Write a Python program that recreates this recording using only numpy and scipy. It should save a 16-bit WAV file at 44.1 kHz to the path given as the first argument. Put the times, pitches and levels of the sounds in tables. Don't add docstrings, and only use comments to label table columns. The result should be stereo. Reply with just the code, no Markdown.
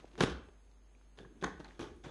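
import sys
import numpy as np
from scipy import signal
from scipy.fft import rfft, irfft
from scipy.io import wavfile
from scipy.ndimage import uniform_filter1d

SR = 44100
rng = np.random.default_rng(int(sys.argv[2]) if len(sys.argv) > 2 else 0)


def invert_db(level):
    return 10 ** (np.asarray(level, dtype=float) / 20)


def inscribe(sig):
    pcm = np.round(np.clip(np.atleast_2d(sig).T, -1, 1) * 32767)
    wavfile.write(sys.argv[1], SR, pcm.astype(np.int16))


N = 92610

# f/Hz, level/dB per Hz
HISS_COLOUR = [(20, 6), (60, 11.5), (110, 3), (256, 3), (1000, -7.5), (5300, -18.5), (7000, -18.5),
               (10700, -22), (12200, -43)]
# f/Hz, likeness/0..1
HISS_LIKENESS = [(60, .9), (150, .8), (400, .94), (1200, .985), (3000, .998), (11000, .9985)]
# harmonic/multiple, level/dB
HUM = [(1, -60), (5, -82.5), (7, -90)]
# f/Hz, level/dB
WHINE = [(6325, -101), (6375, -100), (6425, -82), (6475, -98), (10325, -94)]
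# f/Hz, t60/s
ROOM_T60 = [(80, 0.42), (300, 0.43), (1000, 0.48), (3000, 0.47), (6000, 0.33), (11000, 0.15)]
# f/Hz, side to mid/dB
ROOM_WIDTH = [(60, 10), (150, -24), (400, -29), (1100, -41), (3000, -49), (6000, -42), (11000, -40.5)]
# t/s, level/dB, f/Hz, rise/s
BOOMS = [
    (0.201, -45, 30, 0.026),
    (.24, -52, 60.4, .02),
    (0.294, -43, 65.5, 0.038),
    (0.467, -51.5, 61, 0.013),
    (1.437, -49, 60.7, 0.023),
    (1.531, -53.5, 69, 0.033),
    (1.798, -60, 61.6, 0.028),
    (1.898, -53.5, 70.3, 0.03),
]
# t/s, dull rub level/dB, bright rustle level/dB
RUB = [(0, -62, -61.5), (0.101, -72.5, -71.5), (.17, -61.5, -64.5), (0.178, -57.5, -65.5),
       (0.205, -50, -49), (.25, -67, -61), (0.549, -91, -94), (1.002, -79, -81), (1.158, -95, -99),
       (1.2, -71, -70), (1.38, -59, -116), (1.58, -62, -73.5), (1.66, -63.5, -61.5), (1.75, -68, -68),
       (1.901, -59.5, -66), (2.02, -65.5, -99), (2.048, -76, -54.5), (2.1, -88, -61)]
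# f/Hz, level/dB per Hz
RUB_COLOUR = [(59, -15), (100, -18), (373, -8), (473, -28), (5530, -52), (6470, -50), (11000, -58),
              (14300, -53), (22000, -120)]
# f/Hz, level/dB per Hz
RUSTLE_COLOUR = [(300, 5), (1000, -1.5), (3500, -8.5), (7000, -20), (11000, -34)]
# centre t/s, level/dB, f/Hz, half width/s
PATS = [
    (0.0448, -39, 520, 0.00055),
    (0.0471, -45, 261, .0015),
    (.212, -30.5, 154, 0.0065),
    (.238, -20.5, 287, .001),
    (.24, -33, 159, 0.0067),
    (1.441, -31, 1076, 0.0014),
    (1.445, -39.5, 177, 0.0083),
    (1.607, -44.5, 347, .003),
]
# t/s, level/dB, f/Hz,
# length/cycles
SNAPS = [(0.155, -34, 1470, 0.27), (0.237, -21, 324, 2.06), (.715, -54.5, 4000, .8), (.95, -58, 2380, 4.7),
         (1.013, -53, 1278, .6), (1.188, -44.5, 3190, 4), (1.188, -54, 6000, 2.2), (1.248, -49, 1082, 2.8),
         (1.25, -49, 1680, 5), (1.414, -53, 3720, 4.9), (1.443, -35, 6350, 11.5), (1.603, -53, 4540, 2.2),
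         (1.6012, -46, 2000, .6), (1.646, -41.5, 4170, 3), (1.646, -51, 6100, 5.8), (1.681, -51, 3870, 2.8),
         (1.709, -44, 1900, 1.7), (1.965, -59, 9500, 4)]
# t/s, level/dB, f/Hz, t60/s
RINGS = [(.24, -48.5, 1415, 0.42), (.237, -49, 1545, 0.34), (.237, -46.5, 509.5, 0.52),
         (1.19, -63.5, 1640, 0.41), (1.205, -63, 3500, 0.12), (1.445, -51, 1680, 0.36),
         (1.445, -53.5, 1890, 0.42), (1.445, -48, 825, 0.23), (1.445, -45, 419.6, 0.32),
         (1.8, -47, 384.6, 0.44), (2.085, -57, 3490, 0.072)]
# t/s, knock level/dB, thud level/dB, tick level/dB, rattle/s
DROP = [(0.178, -41.5, -37.5, -54.5, 0.0071), (.189, -47, -38.5, -56, 0.0054),
        (.198, -36, -44, -48.5, 0.0075), (.206, -18, -35, -32.5, 0.0026), (.209, -16.5, -18.5, -35, 0.0012),
        (.214, -39, -26.5, -41, 0.004), (0.2197, -29, -25, -44.5, 0.0028),
        (0.225, -26.5, -33.5, -36.5, 0.0032), (.232, -31, -26, -41, 0.005),
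        (0.236, -20.5, -16.5, -35, 0.0017), (0.245, -49, -33.5, -53, 0.0015),
        (.249, -47, -38.5, -51, 0.00089), (0.26, -43, -35.5, -52, 0.0036), (.272, -47, -32.5, -65, 0.0082),
        (0.274, -49, -36, -52, 0.0035), (0.298, -45, -43.5, -50.5, 0.005), (0.318, -38, -40.5, -56, 0.0034),
        (0.486, -55.5, -49, -72.5, 0.0025)]
# t/s, knock level/dB, thud level/dB, tick level/dB, rattle/s
COCK = [(1.174, -53.5, -50, -64.5, 0.0065), (1.187, -45, -49, -61.5, 0.0039),
        (1.197, -63, -46.5, -71, 0.0071), (1.206, -63, -44.5, -69, 0.0042),
        (1.212, -62, -44.5, -86, 0.0023), (1.222, -63, -54, -74, .006), (1.231, -64, -45.5, -73, 0.0032),
        (1.249, -55, -46, -83, 0.008), (1.413, -50, -48, -57.5, 0.0092), (1.4255, -34.5, -32, -55, 0.0027),
        (1.431, -51, -32, -68, 0.0029), (1.436, -35, -42.5, -57, 0.0028), (1.439, -25, -34, -46.5, 0.0043),
        (1.443, -27.5, -30, -44.5, 0.0021), (1.450, -38, -31.5, -66, 0.0031),
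        (1.457, -33, -35, -55.5, 0.017), (1.596, -58, -43, -68, 0.0026), (1.601, -42, -40, -61, 0.0047),
        (1.644, -42.5, -61, -65, 0.022)]
# t/s, knock level/dB, thud level/dB, tick level/dB, rattle/s
SETTLE = [
    (1.793, -36.5, -33.5, -52, 0.0052),
    (1.805, -39.5, -35, -50, 0.031),
    (1.835, -42.5, -49.5, -88, 0.033),
    (1.874, -55.5, -50.5, -92, 0.037),
    (1.921, -75, -59, -102, 0.0087),
    (2.038, -41, -44, -56.5, 0.024),
    (2.058, -59, -37.5, -62.5, 0.016),
    (2.085, -47, -47.5, -77, 0.014),
]
# contacts/per s, first contact/share, rise/s
HARD = (6000, 1.25, 0.00041)
SOFT = (9000, 1, 0.00052)
# f/Hz, level/dB
BOARD = [(152, 0), (200, -0.5), (257, -0.5), (312, 1), (372, 7.5), (420, -2), (460, -17.5), (510, -26.5),
         (570, -6.5), (630, -9.5)]
# f/Hz, level/dB
FRAME = [(720, 6), (860, 11.5), (1000, -0.5), (1130, 14), (1270, 8), (1410, 10.5), (1630, 14), (1850, 12),
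         (2080, 2.5)]
# f/Hz, level/dB
LATCH = [(2350, -1.5), (2700, 1), (3050, 3.5), (3400, 5), (3800, 2), (4400, -2), (5100, -3), (5800, -2),
         (6500, -3), (7500, -8), (8600, -10), (9900, -10.5), (11000, -45)]
PART_TRIM = [-9.5, -14, -3.5]
# f/Hz, left minus right/dB
MIC_LEAN = [(40, -4), (70, -6), (130, -3), (300, -.8), (600, 0)]
# f/Hz, left leads/rad
MIC_LEAD = [(0, 0.026), (260, 0.49), (690, 0.19), (1550, 0.14), (12000, 0.045)]
# f/Hz, share of time dropped/0..1
DROPOUTS = [(2000, 0), (4000, .05), (5200, .12), (5900, .4), (6250, 0), (6600, 0), (7200, .1), (9500, .2),
            (11000, .15)]

HISS_DB, MAINS_HZ, HUM_LEAN_DB, WHINE_LEAN_DB = -69.5, 49.95, 2.2, 11
ROOM_DB, SNAP_ROOM_DB, ROOM_GAP_S, TURN_PER_S = -9, -3.5, .004, 25
GRAIN_DB = 3
WOBBLE_HZ = 130
SCATTER_DB, DETUNE = 1.5, .03
SHIFT_PER_S = 70
EVEN = .7
CLIP_LEVEL, EDGE_HZ, BASS_HZ, DROPOUT_DB = .22, 11730, 15, -14


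def evened(x):
    return x / np.sqrt(np.mean(x ** 2) + 1e-20)


def read(points, hz):
    f, value = np.transpose(points)
    return np.interp(np.log(hz + 1), np.log(f + 1), value)


def colour(x, points):
    return irfft(rfft(x) * invert_db(read(points, np.fft.rfftfreq(N, 1 / SR))), N)


def add(mix, s, sound):
    part = mix[round(s * SR):][:len(sound)]
    part += sound[:len(part)]


def leaning(x, db):
    return x * invert_db([[db / 2], [-db / 2]])


def camera_noise():
    left, extra = rng.standard_normal((2, N))
    same = np.clip(read(HISS_LIKENESS, np.fft.rfftfreq(N, 1 / SR)), 0, 1)
    right = irfft(same * rfft(left) + np.sqrt(1 - same ** 2) * rfft(extra), N)
    hiss = invert_db(HISS_DB) * evened(colour(np.array([left, right]), HISS_COLOUR))
    t = np.arange(N) / SR
    hum = sum(invert_db(db + 2) * np.sin(2 * np.pi * (k * MAINS_HZ * t + rng.random())) for k, db in HUM)
    whine = sum(invert_db(db - 1.5) * np.sin(2 * np.pi * (hz * t + rng.random())) for hz, db in WHINE)
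    return hiss + leaning(hum, HUM_LEAN_DB) + leaning(whine, WHINE_LEAN_DB)


def three_turns(t, per_s):
    return np.sqrt(2 / 3) * np.cos(np.pi * (t * per_s + np.arange(3)[:, None] / 3))


def room(x):
    taps = np.zeros((6, SR))
    at = np.arange(round(ROOM_GAP_S * SR), SR - 20, 20)
    jitter = rng.integers(0, 20, (6, len(at)))
    np.put_along_axis(taps, at + jitter, rng.choice([-1., 1.], (6, len(at))), 1)
    hz, t, z = signal.stft(taps, SR, nperseg=512)
    decay = invert_db(-60 * t / read(ROOM_T60, hz)[:, None])
    tail = signal.istft(z * decay, SR, nperseg=512)[1]
    z = rfft(tail)
    tail = irfft(z / np.sqrt(uniform_filter1d(abs(z) ** 2, size=60)), tail.shape[1])
    tail = np.roll(tail, 400, axis=1)[:, :SR] * (np.arange(SR) > 400)
    tail = tail / np.linalg.norm(tail, axis=1)[:, None]
    sends = np.tile(x * three_turns(np.arange(N) / SR, TURN_PER_S), (2, 1))
    wet = signal.fftconvolve(sends, tail, axes=1)[:, 400:N + 400]
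    return wet[:3].sum(0), wet[3:].sum(0)


def floor_boom():
    out, t = np.zeros(N), np.arange(SR // 2) / SR
    for s, db, hz, rise in BOOMS:
        swell = (t / rise * np.exp(1 - t / rise)) ** 1.42
        add(out, s, invert_db(db) * swell * np.sin(2 * np.pi * hz * t))
    return out


def rubbing():
    out = np.zeros(N)
    s, *levels = np.transpose(RUB)
    for db, tone in zip(levels, (RUB_COLOUR, RUSTLE_COLOUR)):
        grain = invert_db(GRAIN_DB * evened(uniform_filter1d(rng.standard_normal(N), 300)))
        noise = evened(colour(rng.standard_normal(N) * grain, tone))
        out += noise * invert_db(np.interp(np.arange(N) / SR, s, db))
    return out


def pad_pats():
    out, t = np.zeros(N), np.arange(1500) / SR - .01
    for s, db, hz, half in PATS:
        add(out, s - .01, -invert_db(db) * np.exp(-(t / half) ** 2 / 2) * np.cos(2 * np.pi * hz * t))
    return out


def pitched_snaps():
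    out, t = np.zeros(N), np.arange(1500) / SR
    for s, db, hz, cycles in SNAPS:
        shape = np.exp(-t * hz / cycles) * (1 - np.exp(-t * hz * 8 / cycles))
        add(out, s, invert_db(db) * shape * np.sin(2 * np.pi * hz * t))
    return out


def steel_rings():
    out, t = np.zeros(N), np.arange(SR // 2) / SR
    wobble = rng.standard_normal((len(RINGS), 2, len(t)))
    for _ in range(2):
        wobble = uniform_filter1d(wobble, size=SR // WOBBLE_HZ // 2)
    for (s, db, hz, t60), (a, b) in zip(RINGS, wobble):
        tone = evened(a * np.sin(2 * np.pi * hz * t) + b * np.cos(2 * np.pi * hz * t))
        add(out, s, invert_db(db - 60 * t / t60) * tone * (1 - np.exp(-t / 0.0038)))
    return out


def mode_ring(modes, chance):
    t = np.arange(1800)[:, None] / SR
    hz, db = np.transpose(modes)
    t60 = .010 * (1000 / hz) ** .75
    sign = np.where(hz > 600, (-1.) ** np.arange(len(hz)), 1)
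    level = invert_db(db + SCATTER_DB * chance[:len(hz)] - 60 * t / t60)
    tone = np.sin(2 * np.pi * hz * (1 + DETUNE * chance[-len(hz):]) * t)
    return (sign * level * tone * (1 - np.exp(-t * hz * 2))).sum(1)


def rattle(rattle_s, kind):
    per_s, first, rise_s = kind
    t = np.arange(4000) / SR
    force = np.clip(rng.standard_normal(len(t)), -1, 1)
    hits = (rng.random(len(t)) < per_s / SR) * force * (1 - np.exp(-t / rise_s))
    hits[0] = first
    hits = hits * np.exp(-t / max(rattle_s, .0005))
    z = rfft(hits, 2 * len(hits))
    return irfft(z / uniform_filter1d(abs(z) ** 2, size=16) ** (EVEN / 2))[:len(hits)]


def knock(knock_db, thud_db, tick_db, rattle_s, kind):
    hits = rattle(rattle_s, kind)
    spots = hits * three_turns(np.arange(len(hits)) / SR, SHIFT_PER_S)
    out = 0
    parts = [(BOARD, thud_db), (FRAME, knock_db), (LATCH, tick_db)]
    for (modes, db), trim in zip(parts, PART_TRIM):
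        rings = np.array([mode_ring(modes, c) for c in rng.standard_normal((3, 40))])
        part = signal.fftconvolve(rings, spots, axes=1).sum(0)
        out = out + invert_db(db + trim) * part / np.sqrt(np.mean(part[:600] ** 2))
    return out


def table_knocks():
    out = np.zeros(N)
    for blows, kind in [(DROP, HARD), (COCK, HARD), (SETTLE, SOFT)]:
        for s, *blow in blows:
            add(out, s, knock(*blow, kind))
    return out


def scene():
    high_pass = signal.butter(2, 70, "high", fs=SR, output="sos")
    body = signal.sosfilt(high_pass, rubbing() + steel_rings() + table_knocks())
    surface = signal.sosfilt(high_pass, pad_pats() + pitched_snaps())
    wet, wet_side = room(body + invert_db(SNAP_ROOM_DB) * surface)
    mid = body + surface + invert_db(ROOM_DB) * wet + floor_boom()
    side = colour(wet_side, ROOM_WIDTH)
    hz = np.fft.rfftfreq(N, 1 / SR)
    port = invert_db(read(MIC_LEAN, hz) / 2) * np.exp(.5j * read(MIC_LEAD, hz))
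    left = irfft(rfft(mid + side) * port, N)
    right = irfft(rfft(mid - side) / port, N)
    return np.array([left, right]) + camera_noise()


def treble_dropouts(x):
    hz, t, z = signal.stft(x, SR, nperseg=512, noverlap=384)
    power = uniform_filter1d((abs(z) ** 2).sum(0), size=3, axis=0)
    power = uniform_filter1d(power, size=14, axis=1)
    rank = power.argsort(1).argsort(1) / len(t)
    gain = np.where(rank < read(DROPOUTS, hz)[:, None], invert_db(DROPOUT_DB), 1.)
    gain = uniform_filter1d(gain, size=3, axis=1)
    return signal.istft(z * gain, SR, nperseg=512, noverlap=384)[1][:, :N]


def roll_off(x):
    return signal.sosfilt(signal.butter(12, 12370, fs=SR, output="sos"), x)


def record(dry):
    soft = CLIP_LEVEL * np.tanh(dry / CLIP_LEVEL)
    cut = signal.oaconvolve(soft, signal.firwin(127, EDGE_HZ, fs=SR)[None], "same")
    bass_cut = signal.butter(2, BASS_HZ, "high", fs=SR, output="sos")
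    mix = signal.sosfilt(bass_cut, treble_dropouts(cut))
    return roll_off(mix)


dry = scene()
out = record(dry)
inscribe(out)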